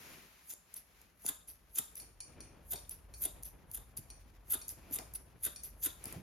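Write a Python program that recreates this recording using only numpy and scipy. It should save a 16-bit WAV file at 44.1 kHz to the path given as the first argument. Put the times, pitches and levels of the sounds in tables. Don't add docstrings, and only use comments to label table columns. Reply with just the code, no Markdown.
import sys
import numpy as np
from scipy import signal
from scipy.fft import rfft, irfft
from scipy.io import wavfile
from scipy.ndimage import uniform_filter1d

SR = 44100
rng = np.random.default_rng(int(sys.argv[2]) if len(sys.argv) > 2 else 0)


def dump(signal):
    limited = np.clip(np.atleast_2d(signal).T, -1, 1)
    pcm = np.round(limited * 32767).astype(np.int16)
    wavfile.write(sys.argv[1], SR, pcm)


N = 274302


def amp(db):
    return 10 ** (np.asarray(db) / 20)


def evened(x):
    return x / np.sqrt(np.mean(x ** 2) + 1e-20)


def read(points, hz):
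    f, value = np.transpose(points)
    return np.interp(np.log(hz + 1), np.log(f + 1), value)


def level(curve):
    return amp(np.interp(np.arange(N) / SR, *np.transpose(curve)))


def add(mix, s, sound):
    part = mix[max(round(s * SR), 0):][:len(sound)]
    part += sound[:len(part)]


def colour(x, points, size=4096):
    log_gain = np.log(amp(read(points, abs(np.fft.fftfreq(size, 1 / SR)))))
    taps = np.fft.ifft(np.exp(np.conj(signal.hilbert(log_gain)))).real
    return signal.oaconvolve(x, taps / np.linalg.norm(taps))[:len(x)]


def resonate(x, hz, width):
    turn = np.exp(2j * np.pi * np.cumsum(hz * np.ones(len(x))) / SR)
    r = np.exp(-np.pi * abs(width) / SR)
    smooth = signal.lfilter([np.sqrt(2 * (1 - r * r))], [1, -r], x / turn)
    return (turn * smooth).real


def wobble(size, span):
    return evened(uniform_filter1d(rng.standard_normal(size), max(int(span), 1)))


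def under(envelope, texture):
    shaped = envelope * texture
    return shaped * np.linalg.norm(envelope) / (np.linalg.norm(shaped) + 1e-20)


def peak(t, rise, fall):
    return np.exp(np.minimum(t / rise, -t / fall))


def crackle(size, per_s, spread_db):
    strength = amp(spread_db * np.minimum(rng.exponential(1, size), 3))
    sign = rng.choice([-1, 1], size)
    return evened(strength * sign * (rng.random(size) < per_s / SR))


def chatter(per_s, slip_s, jitter, drag):
    size = len(per_s)
    turns = np.cumsum(per_s * np.exp(jitter * wobble(size=size, span=177))) / SR
    strength = amp(2 * rng.standard_normal(size))[turns.astype(int)]
    slips = strength * np.exp(-abs(turns % 1 - .5) / (per_s * slip_s))
    return evened((drag + slips) * rng.standard_normal(size))


# f/Hz, level/dB
FUR_SPECTRUM = [(100, -14), (280, -6), (500, -6.5), (1000, -2), (2300, 1.5), (3500, -4.5), (5500, -5),
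                (9000, -5), (13000, -4.5), (16000, 1.5)]
HANDS_SPECTRUM = [(25, -34), (70, 4), (130, 5), (300, -4), (600, -6.5), (1200, -12.5), (2500, -19.5),
                  (5000, -34), (16000, -62)]
RUMBLE_SPECTRUM = [(20, -56.5), (33, -18.5), (47, 2), (58, -4.5), (80, -9.5), (130, -24), (300, -54.5),
                   (2000, -65)]
HISS_SPECTRUM = [(30, -5), (170, 19.5), (400, 9), (1200, 7.5), (3000, -5), (7000, -12.5), (12000, -1.5),
                 (16000, -26)]
# t/s, level/dB
RUMBLE_LEVEL = [(0, -78.5), (1.3, -71), (2.1, -64), (2.7, -60), (3.3, -57), (4.2, -60.5), (6.22, -60)]
# middle t/s, half length/s, fur brushing level/dB, dull handling level/dB
HAND_SHIFTS = [(0.066, 0.2, -51.5, -62), (0.413, 0.14, -63, -101), (0.747, 0.088, -61.5, -92),
               (1.0, 0.1, -62.5, -80), (2.007, 0.11, -64.5, -72), (2.43, .15, -92, -62),
               (4.924, 0.21, -63, -64), (6.1, 0.095, -52, -59.5)]
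FUR_REST_DB, FUR_UNEVEN_DB, HISS_DB = -71, 3, -74
STRANDS_DB, STRANDS_PER_S, STRAND_SPREAD_DB = -9, 400, 4
HOLD_DB, FIDGET_DB = -6, 2.5
SWISH_DB, RUB_DB = -10.5, -3.5


def noise_pair(points, apart):
    shared, own = (colour(rng.standard_normal(N), points) for _ in range(2))
    return evened(np.array([shared + apart * own, shared - apart * own]))


def background():
    t, brush, handle = np.arange(N) / SR, np.zeros(N), np.zeros(N)
    for s, half, fur_db, hand_db in HAND_SHIFTS:
        move = np.exp(-((t - s) / half) ** 2)
        brush += amp(fur_db) * move
        handle += amp(hand_db) * move
    low = level(RUMBLE_LEVEL)
    fidget = amp(FIDGET_DB * wobble(size=N, span=1400))
    strands = colour(crackle(size=N, per_s=STRANDS_PER_S, spread_db=STRAND_SPREAD_DB), FUR_SPECTRUM)
    fur = noise_pair(FUR_SPECTRUM, apart=0.78) + amp(STRANDS_DB) * strands
    rest = amp(FUR_REST_DB + FUR_UNEVEN_DB * wobble(size=N, span=1300))
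    fur = fur * np.hypot(brush, rest)
    swish = resonate(rng.standard_normal(N), hz=2420, width=320) * handle * amp(SWISH_DB)
    rub = resonate(rng.standard_normal(N), hz=300, width=150) * handle * fidget * amp(RUB_DB)
    hands = noise_pair(HANDS_SPECTRUM, apart=0.46) * np.hypot(handle, low * amp(HOLD_DB)) * fidget
    rumble = noise_pair(RUMBLE_SPECTRUM, apart=0.065) * low
    hiss = noise_pair(HISS_SPECTRUM, apart=0.55) * amp(HISS_DB)
    return fur + swish + rub + hands + rumble + hiss


# f/Hz, decay/s
ROOM_DECAY = [(200, 0.28), (1000, 0.42), (3500, 0.4), (8000, 0.39), (15000, 0.37)]
# f/Hz, level/dB
ROOM_TONE = [(120, 1), (500, 13), (2600, 6.5), (3600, -7.5), (4600, 8), (7000, 8.5), (11000, 5),
             (15000, -4)]


def room(x, wet_db, early_db):
    size = SR * 3 // 4
    taps = rng.standard_normal((2, size)) * (rng.random((2, size)) < .15)
    hz, t, z = signal.stft(taps, SR, nperseg=256)
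    tail_db = read(ROOM_TONE, hz)[:, None] - 60 * t / read(ROOM_DECAY, hz)[:, None]
    tail = signal.istft(z * amp(tail_db), SR, nperseg=256)[1][:, :size]
    t = np.arange(size) / SR
    tail = tail * (1 - np.exp(-t / 0.00026))
    early = rng.standard_normal((2, size)) * np.exp(-t / 0.002) * (1 - np.exp(-t / 0.00014))
    echo = np.zeros((2, size))
    for db, part in [(wet_db, tail), (early_db, early)]:
        echo += amp(db) * part / np.linalg.norm(part, axis=1, keepdims=True)
    return signal.fftconvolve(x[None], echo, axes=1)[:, :N]


BLIP_S, BLIP_DB, BLIP_DECAY_S = 1.2465, -47, .009
BLIP_FROM_HZ, BLIP_TO_HZ, BLIP_GLIDE_S = 1200, 130, .0035


def blip():
    t = np.arange(SR // 10) / SR
    hz = BLIP_TO_HZ + (BLIP_FROM_HZ - BLIP_TO_HZ) * np.exp(-t / BLIP_GLIDE_S)
    tone = np.sin(2 * np.pi * np.cumsum(hz) / SR)
    out = np.zeros(N)
    add(out, BLIP_S, amp(BLIP_DB) * np.exp(-t / BLIP_DECAY_S) * tone)
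    return out


# t/s, level/dB, decay/s, upper edge f/Hz
HAND_BUMPS = [(.535, -52, 0.0024, 930), (2.738, -57, 0.029, 750), (3.255, -55, 0.012, 700),
              (3.986, -48.5, 0.012, 167), (4.908, -45, 0.009, 247), (4.986, -38.5, 0.0022, 2780),
              (4.991, -48, 0.018, 910), (6.130, -54.5, 0.039, 780), (6.160, -46, 0.032, 185)]


def bumps():
    out, t = np.zeros(N), np.arange(SR // 4) / SR
    for s, db, decay, edge_hz in HAND_BUMPS:
        band = [70, np.clip(edge_hz, 100, 9000)]
        dull_band = signal.butter(2, band, "band", fs=SR, output="sos")
        dull = evened(signal.sosfilt(dull_band, rng.standard_normal(len(t))))
        add(out, s, amp(db) * dull * np.exp(-t / decay) * (1 - np.exp(-t / 0.00069)))
    return out


# t/s, level/dB (drives both ring and strike)
STEEL_CLINKS = [(1.999, -65), (2.204, -62.5), (2.405, -66.5), (2.756, -63), (3.139, -68), (4.102, -67.5),
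                (4.615, -66), (4.987, -68.5), (5.56, -64)]
# f/Hz, level/dB, width/Hz
STEEL_MODES = [(2428, -12, 55), (4490, -4.5, 130), (5340, -12, 140), (5720, -6, 210), (6440, -11, 250),
               (9180, -2, 160), (9350, 1.5, 680)]
CONTACT_S, STRIKE_S = 0.0063, 0.0013
RING_DB, STRIKE_DB = -5, 17.5


def clinks():
    out, t = np.zeros(N), np.arange(SR // 3) / SR
    for s, db in STEEL_CLINKS:
        rattle, grit = rng.standard_normal((2, len(t)))
        contact = np.exp(-t / CONTACT_S) * rattle
        ring = np.zeros(len(t))
        for hz, mode_db, width in STEEL_MODES:
            mode = resonate(resonate(contact, hz, width), hz, 1500)
            ring += amp(mode_db) * evened(mode)
        strike = amp(STRIKE_DB) * resonate(np.exp(-t / STRIKE_S) * grit, hz=7160, width=5300)
        add(out, s, amp(db) * (amp(RING_DB) * ring + strike))
    return out


# t/s, tick level/dB, pause/s, rasp length/s, rasp level/dB
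OPENING_STROKES = [(.742, -29.5, 0.018, 0.052, -43.5), (1.477, -40, 0.0043, 0.086, -47.5),
                   (1.956, -31.5, 0.01, 0.073, -45.5), (2.895, -28.5, 0.013, 0.064, -44),
                   (3.434, -28, 0.014, 0.065, -45), (3.97, -32, 0.001, 0.034, -41),
                   (4.683, -26, .014, 0.053, -42.5), (5.139, -31.5, 0.012, 0.019, -34),
                   (5.636, -28.5, 0.0041, 0.07, -43), (6.042, -29.5, 0.021, 0.089, -50)]
# t/s, level/dB, decay/s
STEEL_TICKS = [(0.537, -28, 0.00067), (1.016, -38.5, 0.00047), (3.427, -39, 0.0013), (3.715, -30, 0.0011),
               (3.9733, -25, 0.0011), (4.6917, -19, 0.0005), (4.911, -37, 0.00088),
               (4.9876, -18.5, 0.00038), (6.056, -26, 0.0013), (6.126, -25, 0.00054)]
# f/Hz, level/dB
EDGE_SPECTRUM = [(300, -23.5), (2000, -34.5), (3500, -28), (5500, -15.5), (8500, -2.5), (10200, -1.5),
                 (12500, -0.5), (14100, -8), (15200, -15), (16000, 6)]
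LEAD_IN_DB, LEAD_IN_SLIPS_PER_S, SPEED_UP_S = -46.5, 380, .08
UNSTICK_RISE_S, UNSTICK_DECAY_S, TICK_BODY_DB = 0.0013, 0.001, -25
SLIPS_PER_S, SLIPS_SLOW_S, SCRAPE_S = 300, 0.082, 0.028
SQUEAK_DB, SQUEAK_HZ, SQUEAK_CLIMB_HZ, SQUEAK_CLIMB_S = -3, 10060, 1220, 0.011
RASP_RING_DB, RASP_RING_HZ = -22, 6000


def edges():
    rub, whine, t = np.zeros(N), np.zeros(N), np.arange(SR // 8) / SR
    before = t - t[-1]
    for s, _, lead_s, *_ in CLOSING_STROKES:
        rate = LEAD_IN_SLIPS_PER_S * np.exp(before / SPEED_UP_S)
        slips = chatter(rate, slip_s=.0007, jitter=.15, drag=.15)
        lead = under(amp(LEAD_IN_DB) * np.exp(before / lead_s), slips)
        add(rub, s + 0.0019 - t[-1], resonate(lead, hz=15000, width=13000))
    t = t - .015
    for s, tick_db, pause, length, db in OPENING_STROKES:
        tick = amp(tick_db) * peak(t, UNSTICK_RISE_S, UNSTICK_DECAY_S)
        add(rub, s + t[0], under(tick, rng.standard_normal(len(t))))
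        force = amp(db) * (1 + np.tanh(t / 0.004)) / 2 * np.exp(-2 * (t / length) ** 2)
        rate = SLIPS_PER_S * np.exp(-t / SLIPS_SLOW_S)
        slips = chatter(rate, slip_s=.0006, jitter=.22, drag=.15 + .6 * np.exp(-t / SCRAPE_S))
        squeak_hz = SQUEAK_HZ + SQUEAK_CLIMB_HZ * np.tanh((t / SQUEAK_CLIMB_S) ** 2)
        squeak = resonate(slips, squeak_hz * rng.uniform(.98, 1.04), width=350)
        start = s + pause + t[0]
        add(rub, start, under(force, slips + amp(SQUEAK_DB) * squeak))
        add(whine, start, under(amp(-6) * force, resonate(slips, hz=15300, width=700)))
        add(whine, start, under(amp(RASP_RING_DB) * force, resonate(slips, RASP_RING_HZ, width=800)))
    for s, db, decay in STEEL_TICKS:
        tick = under(amp(db) * peak(t, decay / 2, decay), rng.standard_normal(len(t)))
        add(rub, s + t[0], tick)
        add(whine, s + t[0], amp(TICK_BODY_DB) * resonate(tick, hz=5100, width=430))
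    return colour(rub, EDGE_SPECTRUM) + whine


THUP_LEAD_S, THUP_RISE_S, THUP_FALL_S = 0.0056, 0.011, 0.0078
THUP_END_SHARE, THUP_GLIDE_S = 0.65, 0.0017
FLEX_DB, HUM_DB, HUM_DECAY_S = -2.5, -9, 0.056
GRIP_DB, GRIP_DELAY_S = -2.5, .008


def thups():
    out, t = np.zeros(N), np.arange(SR // 4) / SR - .07
    for s, length, *_, db, hz in CLOSING_STROKES:
        start = s + length + t[0]
        press = amp(db) * peak(t + THUP_LEAD_S, THUP_RISE_S, THUP_FALL_S) * (t > -length)
        fall = THUP_END_SHARE + (1 - THUP_END_SHARE) * (1 - np.tanh(t / THUP_GLIDE_S / 2)) / 2
        decay = np.exp(-np.maximum(t, 0) / HUM_DECAY_S)
        linger = amp(db + HUM_DB) * decay * (1 + np.tanh(t / 0.0018)) / 2
        thup, flex, hum, grip = rng.standard_normal((4, len(t)))
        add(out, start, under(press, resonate(thup, hz * fall, width=163)))
        add(out, start, under(amp(FLEX_DB) * press, resonate(flex, hz=3500, width=600)))
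        uneven_hum = resonate(hum, hz=3620, width=420) * amp(3 * wobble(size=len(t), span=400))
        add(out, start, under(linger, uneven_hum))
        add(out, start + GRIP_DELAY_S, under(amp(GRIP_DB) * press, resonate(grip, hz=274, width=420)))
    return out


# t/s, level/dB
EDGE_SQUEALS = [(.498, -53), (1.757, -41), (2.716, -41.5), (3.222, -37), (3.749, -39.5), (4.940, -39),
                (5.439, -43), (5.831, -43)]
SQUEAL_HZ, SQUEAL_CLIMB_HZ, SQUEAL_SAG_HZ = 11200, 1650, 750
SQUEAL_TOP_S, SQUEAL_JITTER_HZ = .0095, 480
SQUEAL_RISE_S, SQUEAL_FALL_S = 0.0043, 0.0048
SQUEAL_CHATTER_DB, SQUEAL_CHATTER_S = -17.5, 0.025


def squeals():
    out, t = np.zeros(N), np.arange(SR // 8) / SR - .09
    climb = SQUEAL_CLIMB_HZ * np.exp(-((t + SQUEAL_TOP_S) / SQUEAL_TOP_S) ** 2)
    sag = SQUEAL_SAG_HZ * (1 + np.tanh(t / .004)) / 2
    hz = SQUEAL_HZ + climb - sag
    force = peak(t, SQUEAL_RISE_S, SQUEAL_FALL_S)
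    force = force + amp(SQUEAL_CHATTER_DB) * peak(t, SQUEAL_CHATTER_S, SQUEAL_FALL_S)
    chatter_depth = (1 - np.tanh((t + SQUEAL_TOP_S) / .005)) / 2
    for s, db in EDGE_SQUEALS:
        speed = np.exp(t / SPEED_UP_S + .1 * wobble(size=len(t), span=210))
        turns = np.cumsum(LEAD_IN_SLIPS_PER_S * speed) / SR
        slips = 1 + np.cos(2 * np.pi * turns) * chatter_depth
        pitch = hz * rng.uniform(.98, 1.02) + SQUEAL_JITTER_HZ * wobble(size=len(t), span=14)
        tone = np.sin(2 * np.pi * np.cumsum(pitch) / SR)
        add(out, s + t[0], under(amp(db) * force, slips * tone))
    return out


# t/s, time in the hair/s,
# lead-in chatter/s, crunch level/dB, thickest tuft t/s, tuft level/dB, bite of the tips level/dB,
# blade ring level/dB re crunch, thup level/dB, starting thup f/Hz
CLOSING_STROKES = [(.497, 0.042, 0.03, -49, .513, -42.5, -57, 0.5, -69.5, 850),
                   (1.257, 0.042, 0.036, -42, 1.282, -37, -25.5, 1, -51, 1430),
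                   (1.759, 0.037, 0.019, -42.5, 1.778, -37, -23, -1, -50.5, 1330),
                   (2.713, 0.031, 0.032, -40, 2.722, -36.5, -34.5, -5.5, -51.5, 655),
                   (3.219, 0.044, 0.036, -38, 3.232, -37, -28, -7.5, -52.5, 634),
                   (3.738, .046, 0.02, -45, 3.752, -38.5, -48.5, -7.5, -63.5, 1400),
                   (4.504, 0.047, 0.02, -34.5, 4.536, -31, -31, -12, -48, 1380),
                   (4.926, 0.045, 0.01, -40, 4.946, -36, -34, -8, -57.5, 1100),
                   (5.437, 0.036, 0.014, -33, 5.451, -31.5, -37, -10.5, -49.5, 1580),
                   (5.827, 0.044, 0.021, -36.5, 5.850, -28.5, -27.5, -6, -48, 1590)]
# f/Hz, level/dB
HAIR_SPECTRUM = [(200, -42), (1500, -15), (2500, -21.5), (3500, -12), (4700, -34), (6000, -18.5),
                 (8000, 7.5), (9500, -1), (10900, 4.5), (12200, -5), (13300, 6), (14500, -8), (16000, -7)]
ENTER_S, SHUT_S, SWELL_DB = 0.0075, 0.0045, -5
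BREAKS_PER_S, BREAK_SPREAD_DB, LUMPS_DB = 4500, 5, 2.8
BANDS_DB = -7
TUFT_HALF_S, BITE_SLIPS_PER_S = .0028, 650
BITE_LEAD_S, BITE_RISE_S, BITE_FALL_S = 0.01016, 0.002, 0.0044


def snips():
    hair, body, t = np.zeros(N), np.zeros(N), np.arange(SR // 4) / SR - .02
    for s, length, _, db, tuft_s, tuft_db, bite_db, ring_db, *_ in CLOSING_STROKES:
        start = s + t[0]
        late, closed = t - length, np.clip(t / length, 0, 1)
        stroke = (1 + np.tanh(t / ENTER_S)) * (1 - np.tanh(late / SHUT_S)) / 4
        force = amp(db + SWELL_DB * closed) * stroke
        lumps = amp(LUMPS_DB * wobble(size=len(t), span=89))
        breaks = lumps * crackle(size=len(t), per_s=BREAKS_PER_S, spread_db=BREAK_SPREAD_DB)
        bands = np.zeros(len(t))
        for hz, glide in zip(rng.uniform(10000, 13800, size=3), rng.normal(-2, 3, size=3)):
            bands += resonate(breaks, hz * np.exp(glide * t), width=72)
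        add(hair, start, under(force, breaks + amp(BANDS_DB) * bands))
        ring = resonate(breaks, hz=7600 * np.exp(late), width=620)
        add(body, start, under(amp(ring_db) * force, ring))
        tuft = amp(tuft_db) * peak(s + t - tuft_s, TUFT_HALF_S, TUFT_HALF_S)
        bite = amp(bite_db) * peak(late + BITE_LEAD_S, BITE_RISE_S, BITE_FALL_S)
        judder = chatter(np.full(len(t), BITE_SLIPS_PER_S), slip_s=.00025, jitter=.3, drag=.25)
        burst = under(tuft + bite, judder)
        add(hair, start, burst)
        add(body, start, amp(-17.5) * resonate(burst, hz=7500, width=810))
    return colour(hair, HAIR_SPECTRUM) + body


# f/Hz, level/dB
LEFT_LEAN = [(60, 0.5), (250, 0), (700, 5), (1400, 2.5), (3300, 3.5), (6000, 2.5), (8000, 0)]


def scene():
    close = snips() + squeals() + thups() + edges() + bumps() + blip()
    steel = clinks()
    close_room = room(close, wet_db=-7.5, early_db=-2.0)
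    steel_room = room(steel, wet_db=0.0, early_db=-20)
    sound = close + close_room + steel + steel_room + background()
    lean_db = read(LEFT_LEAN, np.fft.rfftfreq(N, 1 / SR))
    return irfft(rfft(sound) * amp(np.array([lean_db, -lean_db]) / 2), N)


# f/Hz, lag/rad
LEFT_LAG = [(6200, 0), (6800, 1), (7670, 3.05), (8700, 3.25), (10700, 6.1), (12200, 6.4), (14100, 9.2),
            (16000, 9.6)]
EDGE_HZ = 16100


def record(dry):
    hz = np.fft.rfftfreq(N, 1 / SR)
    (left, right), lag = rfft(dry), read(LEFT_LAG, hz)
    width = np.maximum(abs(np.sin(lag)), hz < LEFT_LAG[1][0])
    mid, side = (left + right) / 2, width * (left - right) / 2
    lagged_left = (mid + side) * np.exp(-.5j * lag)
    leading_right = (mid - side) * np.exp(.5j * lag)
    ports = irfft(np.array([lagged_left, leading_right]), N)
    low_pass = signal.firwin(511, EDGE_HZ, window=("kaiser", 9), fs=SR)
    return signal.oaconvolve(ports, low_pass[None], "same")


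dry = scene()
out = record(dry)
dump(out)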